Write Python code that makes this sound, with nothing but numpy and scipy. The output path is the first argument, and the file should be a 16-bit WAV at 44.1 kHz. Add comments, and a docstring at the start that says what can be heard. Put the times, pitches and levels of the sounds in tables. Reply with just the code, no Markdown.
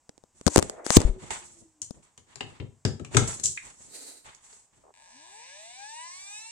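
"""A dark corner of a small room, beside a computer. A hand-held recorder is pushed in: its shell bumps and
scrapes along the case, and hand and sleeve rub the panels. A fan coasts down faintly; knocks on the case
and its clicking catches excite damped vibrations. Then a hard drive starts: the switching pulses of its
three-phase motor force the resonances of the housing, ever faster."""
import sys
import numpy as np
from scipy import signal
from scipy.fft import rfft, irfft
from scipy.io import wavfile
from scipy.ndimage import uniform_filter1d

SR = 44100
rng = np.random.default_rng(int(sys.argv[2]) if len(sys.argv) > 2 else 0)


def transcribe(signal):
    """Save signal, clipped to [-1, 1], as a 16-bit WAV file at the path in sys.argv[1]."""
    frames = np.atleast_2d(signal).T
    limited = np.clip(frames, -1, 1)
    pcm = np.round(limited * 32767).astype(np.int16)
    wavfile.write(sys.argv[1], SR, pcm)


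N = 287091
TIME = np.arange(N) / SR
RUMBLE_FALL_DB_PER_S, RUB_FALL_DB_PER_S, HISS_FALL_DB_PER_S = 186.5, 171.5, 151

# Friction spectra of the panels and their grain. Each row: frequency in Hz, relative density in dB.
RUB_SPECTRUM = [(450, -10.5), (850, 1.5), (1400, -3.5), (2000, -2), (3800, -8.5)]
HISS_SPECTRUM = [(3000, -13), (4300, -9), (5300, -6), (6400, 4), (7900, 6.5), (9700, -7.5), (11300, -18.5),
                 (13500, -42)]


def from_db(db):
    """Amplitude grows tenfold for every 20 dB."""
    return 10 ** (np.asarray(db) / 20)


def unit_rms(x):
    """Dividing by the root mean square gives unit power."""
    return x / np.sqrt(np.mean(x ** 2) + 1e-20)


def at_hz(points, hz):
    """Interpolation on a logarithmic frequency axis."""
    f, value = np.transpose(points)
    return np.interp(np.log(hz + 1e-3), np.log(f), value)


def panned(db):
    """A level difference, left over right, gives direction at constant power."""
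    return unit_rms(from_db([[db / 2], [-db / 2]]))


def add(track, start, sound):
    """Superposition: a sound adds to the track from its start in seconds."""
    i = int(start * SR)
    track[:, i:i + sound.shape[-1]] += sound[..., :N - i]


def noise(size, coherence):
    """The shares of mid and side set the left-right correlation of white noise."""
    mid, side = rng.standard_normal((2, size))
    return np.sqrt(1 + coherence) * mid + np.sqrt(1 - coherence) * side * [[1], [-1]]


def drift(rate):
    """Random modulation: lines join Gaussian values drawn at the given rate per second."""
    knots = rng.standard_normal(4096)
    return np.interp(TIME * rate, np.arange(len(knots)), knots)


def colour(x, spectrum, size=4096):
    """A minimum-phase filter imposes a spectrum causally, with skirts of 20 dB per octave."""
    hz = np.arange(size // 2 + 1) * SR / size + 1
    octaves_outside = np.abs(np.log2(hz / np.clip(hz, spectrum[0][0], spectrum[-1][0])))
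    cepstrum = irfft(np.log(from_db(at_hz(spectrum, hz) - 20 * octaves_outside)))
    cepstrum[1:size // 2] *= 2
    cepstrum[size // 2 + 1:] = 0
    response = irfft(np.exp(rfft(cepstrum)))
    return signal.fftconvolve(x, response[None], axes=1)[:, :x.shape[1]]


def resonance(x, hz, width):
    """A damped oscillator passes a band around its natural frequency, with unit peak gain."""
    radius = np.exp(-np.pi * width / SR)
    feedback = [1, -2 * radius * np.cos(2 * np.pi * hz / SR), radius ** 2]
    return signal.lfilter(np.array([1, 0, -1]) * (1 - radius ** 2) / 2, feedback, x + 1e-18)


def contact(spectrum, t60, coherence, rattle_db=-60, rattle_t60=0.036, rise_s=1e-6, size=8192):
    """An impact is many tiny contacts: a decaying noise burst, then an uneven rattle."""
    t = TIME[:size]
    rattle = from_db(rattle_db - 60 * t / rattle_t60 + 6.5 * drift(440)[:size])
    envelope = (from_db(-60 * t / t60) + rattle) * (1 - np.exp(-t / rise_s))
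    hit = colour(noise(size, coherence) * envelope, spectrum)
    return unit_rms(hit) * np.sqrt(.005 * SR / size)  # the energy of 5 ms at unit power


def friction(spectrum, grain_db, grain_rate, coherence=0):
    """Stick-slip friction: the noise level jumps as the surfaces catch and release."""
    return unit_rms(colour(noise(N, coherence) * from_db(grain_db * drift(grain_rate)), spectrum))


def stroke(start, length, fall_db_per_s):
    """The envelope of a slide rises linearly, holds, then decays exponentially."""
    attack = np.clip((TIME - start) / (0.33 * length), 0, 1)
    return attack * from_db(-fall_db_per_s * np.clip(TIME - start - length, 0, 1))


def room(x, size=28000):
    """Reverberation: a diffuse field decays band by band and is coherent only in the bass."""
    # Each row: frequency in Hz, reverberation time in seconds.
    decay_times = [(100, 0.38), (8000, 0.28)]
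    t, tail, edges = TIME[:size], 0, np.geomspace(40, 18000, num=10)
    for low, high in zip(edges, edges[1:]):
        hz = np.sqrt(low * high)
        bandpass = signal.butter(2, [low, high], "band", fs=SR, output="sos")
        band = signal.sosfilt(bandpass, noise(size, coherence=np.exp(-hz / 700)))
        tail = tail + band * from_db(-60 * t / at_hz(decay_times, hz))
    tail = unit_rms(tail * (1 - np.exp(-t / 0.00077))) / np.sqrt(size)
    return signal.fftconvolve(x.sum(axis=0)[None] / np.sqrt(2), tail, axes=1)[:, :N]


def hollow_case(x, echo_db=-4, t60=.06, size=2048):
    """Dense echoes in the case interfere, reinforcing some frequencies and weakening others."""
    echoes = unit_rms(noise(size, 0) * from_db(-60 * TIME[:size] / t60)) / np.sqrt(size)
    return x + from_db(echo_db) * signal.fftconvolve(x, echoes, axes=1)[:, :N]


def still_air():
    """The room's noise floor is stationary and broadband."""
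    # Each row: frequency in Hz, relative density in dB.
    spectrum = [(25, 1.5), (80, -1.5), (400, -10.5), (980, -6), (1330, -14), (4250, -21.5), (7900, -6.5),
                (10500, -29), (16000, -36)]
    return from_db(-71) * unit_rms(colour(noise(N, coherence=0.8), spectrum))


def bumps():
    """Impacts ring the recorder's hollow shell and displace air at its ports in damped pressure swings."""
    # Each row: start in seconds, then in dB click level, thump level, click pan, thump pan.
    impacts = [(0.093, -44.5, -35.5, -0.5, 35), (0.179, -53.5, -54, -9, 15), (0.2383, -53, -41.5, 16, 17),
               (0.4124, -45, -30, 2, -12), (0.466, -15.5, -3.5, 26.5, 33), (0.4714, -23.5, -10.5, 23, 14),
               (0.4781, -18.5, -22, 19.5, 19), (0.482, -28, -16, 20, 11), (0.5605, -9.5, -10, 2, 16),
               (0.5732, -18, -11, 9.5, 13), (0.5798, -14, -1, 14.5, 27), (0.5894, -16.5, -17.5, 13, 22),
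               (0.5951, -23.5, -20, 11.5, 14), (0.6261, -22.5, -23, 4, 10), (0.6971, -30, -46, 0.5, -9),
               (0.865, -25, -31, 13.5, 10), (0.9049, -16, -10.5, 10, 34), (0.9684, -3, 12.5, -5, -0.5),
               (1.0036, -28.5, -27, 12, 13.5), (1.017, -31, -30.5, 15, 19), (1.9084, -41, -22, 31, 38)]
    # The covered left port is pressed and let go.
    # Each row: start in seconds, level in dB, half period in seconds.
    presses = [(0.468, -12, 0.0068), (0.583, -11, 0.0057), (0.976, -2.5, 0.0055), (1.05, -6, 0.0115),
               (1.094, -14, 0.015)]
    # Each row: frequency in Hz, relative density in dB.
    click_spectrum = [(300, -3.5), (1060, -15.5), (3100, -25), (7000, -16.5), (8600, -19.5), (13000, -44),
                      (16000, -51)]
    clicks, thumps = np.zeros((2, 2, N))
    t = TIME[:8192]
    swings = t / np.array([[.0022], [.0014]])  # half periods in seconds, shorter at the far port
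    shove = np.sin(np.pi * swings) * np.exp(-swings * 0.91)
    for start, click_db, thump_db, click_pan, thump_pan in impacts:
        click = contact(click_spectrum, t60=0.0055, coherence=.1, rattle_db=-27, rattle_t60=0.04)
        add(clicks, start, from_db(click_db) * panned(click_pan) * click)
        add(thumps, start, from_db(thump_db) * panned(thump_pan) * shove)
    for start, db, half_period in presses:
        swing = -np.sin(np.pi * t / half_period) * np.exp(-t / half_period * 0.83)
        add(thumps, start, from_db(db) * panned(10) * swing)
    shell = from_db(-1.3) * resonance(clicks, hz=470, width=260)
    return clicks + thumps + shell + from_db(-30.5) * room(clicks) + from_db(-14) * room(shell)


def hand_strokes():
    """Sliding friction of hand and sleeve makes the case rumble, rubs its panels, hisses on their grain."""
    # Each row: start and length in seconds, then rumble, rub and hiss levels in dB.
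    strokes = [(0.332, 0.18, -66, -70, -61.5), (0.606, 0.051, -40, -50, -45.5),
               (0.955, 0.066, -26, -43.5, -45.5), (1.18, 0.14, -50, -52.5, -54.5),
               (1.303, 0.031, -51, -37, -37.5), (1.396, 0.23, -64, -78, -58),
               (1.942, 0.006, -51.5, -66.5, -62), (2.024, 0.02, -81, -65.5, -65.5),
               (2.262, 0.08, -64.5, -60, -66), (2.457, 0.1, -57.5, -58, -65.5),
               (3.103, 0.15, -36.5, -41.5, -43.5), (3.274, 0.0041, -45, -43, -31),
               (3.433, 0.013, -71, -59, -27), (3.619, 0.084, -57.5, -55.5, -51),
               (3.778, 0.097, -58, -67, -52), (4.239, 0.054, -57.5, -50.5, -55),
               (4.401, 0.17, -78.5, -63.5, -54.5), (4.718, 0.064, -65.5, -70, -69.5)]
    # Each row: frequency in Hz, relative density in dB.
    rumble_spectrum = [(25, -5.5), (100, 0.5), (330, -5.5), (650, -11)]
    rumble, rub, hiss = np.zeros((3, 1, N))
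    for start, length, rumble_db, rub_db, hiss_db in strokes:
        rumble += from_db(rumble_db) * stroke(start, length, RUMBLE_FALL_DB_PER_S)
        rub += from_db(rub_db) * stroke(start, length, RUB_FALL_DB_PER_S)
        hiss += from_db(hiss_db) * stroke(start, length, HISS_FALL_DB_PER_S)
    body = friction(rumble_spectrum, grain_db=4.5, grain_rate=67, coherence=0.21)
    panels = unit_rms(hollow_case(friction(RUB_SPECTRUM, grain_db=3, grain_rate=75)))
    grain = unit_rms(hollow_case(friction(HISS_SPECTRUM, grain_db=2, grain_rate=67)))
    return rumble * body + rub * panels + hiss * panned(-1.4) * grain


def scrapes():
    """Friction noise grows as the shell drags ever harder over the case, until it bumps."""
    # Each row: start and end in seconds, first and last level in dB.
    slides = [(0.497, 0.565, -44, -30), (0.846, 0.974, -39.5, -16.5)]
    hiss = friction(HISS_SPECTRUM, grain_db=4, grain_rate=53, coherence=0.3)
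    rub = from_db(-12.5) * friction(RUB_SPECTRUM, grain_db=0.5, grain_rate=410)
    envelope = np.zeros(N)
    for start, end, start_db, end_db in slides:
        touching = uniform_filter1d(1. * (TIME > start) * (TIME < end), size=300)
        envelope += touching * from_db(np.interp(TIME, [start, end], [start_db, end_db]))
    return panned(5) * envelope * (hiss + rub)


def shell_drag():
    """Light friction between bumps: the shell slides over the case and sounds hollow."""
    # Each row: frequency in Hz, relative density in dB.
    spectrum = [(300, -8), (500, -1), (700, -1), (1000, -12.5), (2000, -17.5), (3000, -39.5)]
    envelope = from_db(-48) * stroke(start=0.66, length=0.19, fall_db_per_s=RUB_FALL_DB_PER_S)
    return envelope * friction(spectrum, grain_db=2, grain_rate=50, coherence=0.39)


def fan():
    """The blade-passing frequency sinks as the fan loses speed."""
    # Each row: time in seconds, blade rate in Hz, level in dB.
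    coasting = [(1.05, 384.7, -48.5), (1.42, 355.6, -68.5), (1.64, 330, -59.5), (1.85, 291, -77.5)]
    times, blade_hz, db = np.transpose(coasting)
    heard = (TIME > times[0]) * (TIME < times[-1])
    level = from_db(np.interp(TIME, times, db) + 5 * drift(38))
    hz = np.interp(TIME, times, blade_hz) * (1 + 0.0037 * drift(60))
    return heard * level * np.sqrt(2) * np.sin(2 * np.pi * np.cumsum(hz) / SR)


def knocks():
    """Impulse excitation: the case booms, panels clatter, the struck part rings and small parts tick."""
    # Each row: start in seconds, tick, boom and panel levels in dB, pan in dB, part's pitch in Hz.
    strikes = [(1.305, -34.5, -58.5, -32, -6, 863), (1.817, -27, -48, -60, 8.5, 4980),
               (1.8275, -41, -61.5, -57, 13.5, 8600), (2.1763, -47.5, -50.5, -53.5, 0.5, 3013),
               (2.3565, -41, -46, -45.5, 9, 4510), (2.407, -43, -32, -29.5, 7, 2800),
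               (2.5996, -64.5, -24.5, -43, 10.5, 2700), (2.8501, -31.5, -13.5, -26.5, 3, 4940),
               (2.9957, -52.5, -28, -49, 6, 1330), (3.0472, -44.5, -53.5, -44, 7, 2440),
               (3.1465, -31.5, -12, -32, 7, 2380), (3.168, -13.5, -13.5, -14.5, 9, 1357),
               (3.3971, -35, -41.5, -50, 11, 4220), (3.438, -23, -35.5, -51, 16, 3200),
               (3.456, -17.5, -37.5, -51, 6, 4725), (4.347, -48, -80, -64, -17, 2023),
               (4.527, -57, -76.5, -57.5, 3, 4540)]
    # In all three spectra, each row: frequency in Hz, relative density in dB.
    boom_spectrum = [(65, -1.5), (122, 10), (175, -4), (230, -0.5), (310, -6), (410, -5), (640, -19)]
    panel_spectrum = [(450, -15), (1300, -8), (2500, -10), (3800, -11.5), (11000, -53.5)]
    tick_spectrum = [(3500, -21), (4500, -18), (5800, -7.5), (7300, -1), (9500, -17), (11200, -27.5),
                     (13000, -47)]
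    # Sheet-metal modes. Each row: frequency in Hz, bandwidth in Hz, gain in dB.
    panel_modes = [(403.6, 38.4, 18), (770.6, 74, 4.5)]
    low, high = np.zeros((2, 2, N))
    for start, tick_db, boom_db, panel_db, pan, part_hz in strikes:
        boom = contact(boom_spectrum, t60=0.26, coherence=0.6)
        add(low, start, from_db(boom_db) * panned(7.2) * boom)
        clatter = contact(panel_spectrum, t60=.016, coherence=.1,
                          rattle_db=-14, rattle_t60=.09, rise_s=.001)
        tick = contact(tick_spectrum, t60=.013, coherence=.1, rattle_db=-21, rattle_t60=.1, rise_s=.001)
        ring = sum(from_db(db) * resonance(clatter, hz, width) for hz, width, db in panel_modes)
        part = contact([(part_hz / 1.3, -20), (part_hz, 0), (part_hz * 1.3, -20)], t60=.029, coherence=0)
        metal = from_db(-2) * (clatter + ring) + from_db(-1.5) * part
        add(high, start, panned(pan) * (from_db(panel_db) * metal + from_db(tick_db) * tick))
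    return low + high + panned(2.2) * (from_db(-15.5) * room(low) + from_db(-6) * room(high))


def catch():
    """A springy catch snaps, then rings in free, damped vibration."""
    # Each row: start in seconds, level in dB.
    snaps = [(3.5735, -41.5)]
    # Each row: frequency in Hz, level in dB, time to fall 60 dB in seconds.
    modes = [(1844, -6, 0.12), (2053, 3, 0.1), (2450, 6.5, 0.081), (2780, -10, 0.29)]
    out, t = np.zeros((2, N)), TIME[:8192]
    ring = sum(from_db(db - 60 * t / t60) * np.sin(2 * np.pi * hz * t) for hz, db, t60 in modes)
    crack = contact([(hz, db) for hz, db, _ in modes], t60=0.041, coherence=0.31)
    for start, db in snaps:
        add(out, start, from_db(db) * (from_db(-6) * ring + from_db(12) * crack))
    return out + from_db(-6) * room(out)


def sleeve_swish():
    """Smooth friction of a sleeve along a panel gives a longer, brighter hiss."""
    # Each row: frequency in Hz, relative density in dB.
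    spectrum = [(300, -2), (1400, -14.5), (1970, -8.5), (3300, -15.5), (4120, -1.5), (5260, -7.5),
                (8190, 2), (11800, -16.5)]
    envelope = from_db(-45) * stroke(start=3.875, length=0.27, fall_db_per_s=HISS_FALL_DB_PER_S)
    cloth = unit_rms(hollow_case(friction(spectrum, grain_db=2.5, grain_rate=40)))
    return envelope * panned(-1.8) * cloth


def rotor_twitch(start=4.838, end=4.91, pulses_per_s=75):
    """A short pulse train jogs the rotor into line before it turns: a dull stutter."""
    # Each row: frequency in Hz, relative density in dB.
    spectrum = [(400, 6), (1050, 4), (1400, -11)]
    out = np.zeros((2, N))
    for onset in np.arange(start, end, 1 / pulses_per_s):
        add(out, onset, from_db(-54) * contact(spectrum, t60=0.04, coherence=.15))
    return out


def hard_drive(start=4.938, start_hz=74, hz_per_s=840, db_per_doubling=4.5):
    """Forced vibration: switching kicks the housing; unequal windings add lines at thirds of its rate."""
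    # Each row: a winding's pulse level in dB, its lateness as a share of one step.
    windings = [(-2.5, -0.029), (0, 0.033), (-3, -0.02)]
    # Each row: frequency in Hz, nominal bandwidth in Hz, gain in dB.
    housing_modes = [(548, 68, -8), (776, 111, 9.5), (944, 122, 6.5), (1661, 90, 5.5), (2246, 326, 6),
                     (2970, 190, -5.5), (3680, 250, 4), (4450, 340, -0.5), (5780, 490, 4), (7750, 565, 8.5),
                     (8126, 134, 9.5), (8490, 234, 0.5)]
    # Directivity of the housing. Each row: frequency in Hz, pan in dB.
    directivity = [(950, 62), (1800, -3), (2500, 7), (8000, -6)]
    # Hum of uneven torque at low speed. Each row: step rate in Hz, level in dB.
    torque_ripple = [(190, -100), (260, -61), (340, -75), (470, -68), (650, -99)]
    rate = start_hz + hz_per_s * np.maximum(TIME - start, 0)  # switching steps per second
    running = TIME > start
    steps = np.cumsum(rate * running) / SR
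    k = np.arange(1, int(steps[-1]))
    pulse_db, late = np.array(windings)[k % len(windings)].T
    jitter, flutter = rng.standard_normal((len(k), 2)).T
    late = late + jitter * 6 / np.interp(k, steps, rate)  # less exact while the rotor is slow
    centres = np.interp(k - .9 + late, steps, np.arange(N))[:, None]
    taps = centres.astype(int) + np.arange(-4, 5)
    pulses = np.sinc(taps - centres) * from_db(pulse_db + .5 * flutter)[:, None]
    kicks = np.zeros(N)
    np.add.at(kicks, np.clip(taps, 0, N - 1), pulses)
    bearing_noise = from_db(-18) * rng.standard_normal(N)
    force = kicks * np.sqrt(SR / rate) + bearing_noise
    whine = 0
    for i, (hz, width, db) in enumerate(housing_modes):
        swell = from_db(db + 2 * drift(rate=11))
        mode = (-1) ** i * swell * resonance(resonance(force, hz, width * 2), hz, width * 2)
        at_ports = np.array([mode, np.roll(mode, 3)])  # the right port is a little farther off
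        whine = whine + panned(at_hz(directivity, hz)) * at_ports
    whine = hollow_case(whine)
    level = from_db(-44 + db_per_doubling * np.log2(rate / 1000))
    whine = running * level * whine / np.sqrt(np.mean(whine[:, running] ** 2))
    hum = running * from_db(at_hz(torque_ripple, rate)) * np.sqrt(2) * np.sin(2 * np.pi * steps)
    return whine + panned(8.4) * hum + from_db(-12) * room(whine)


def scene():
    """Sound pressures add: still air, impacts, friction and the machines."""
    air = still_air()
    impacts = bumps() + knocks() + catch()
    rubbing = scrapes() + shell_drag() + hand_strokes() + sleeve_swish()
    return air + impacts + rubbing + fan() + rotor_twitch() + hard_drive()


def record(dry, stopband_hz=17100):
    """Overload clips the hardest bumps; a steep low-pass limits the bandwidth."""
    lowpass = signal.cheby2(12, 60, stopband_hz, fs=SR, output="sos")
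    return signal.sosfilt(lowpass, np.clip(dry, -1, 1))


dry = scene()
out = record(dry)
transcribe(out)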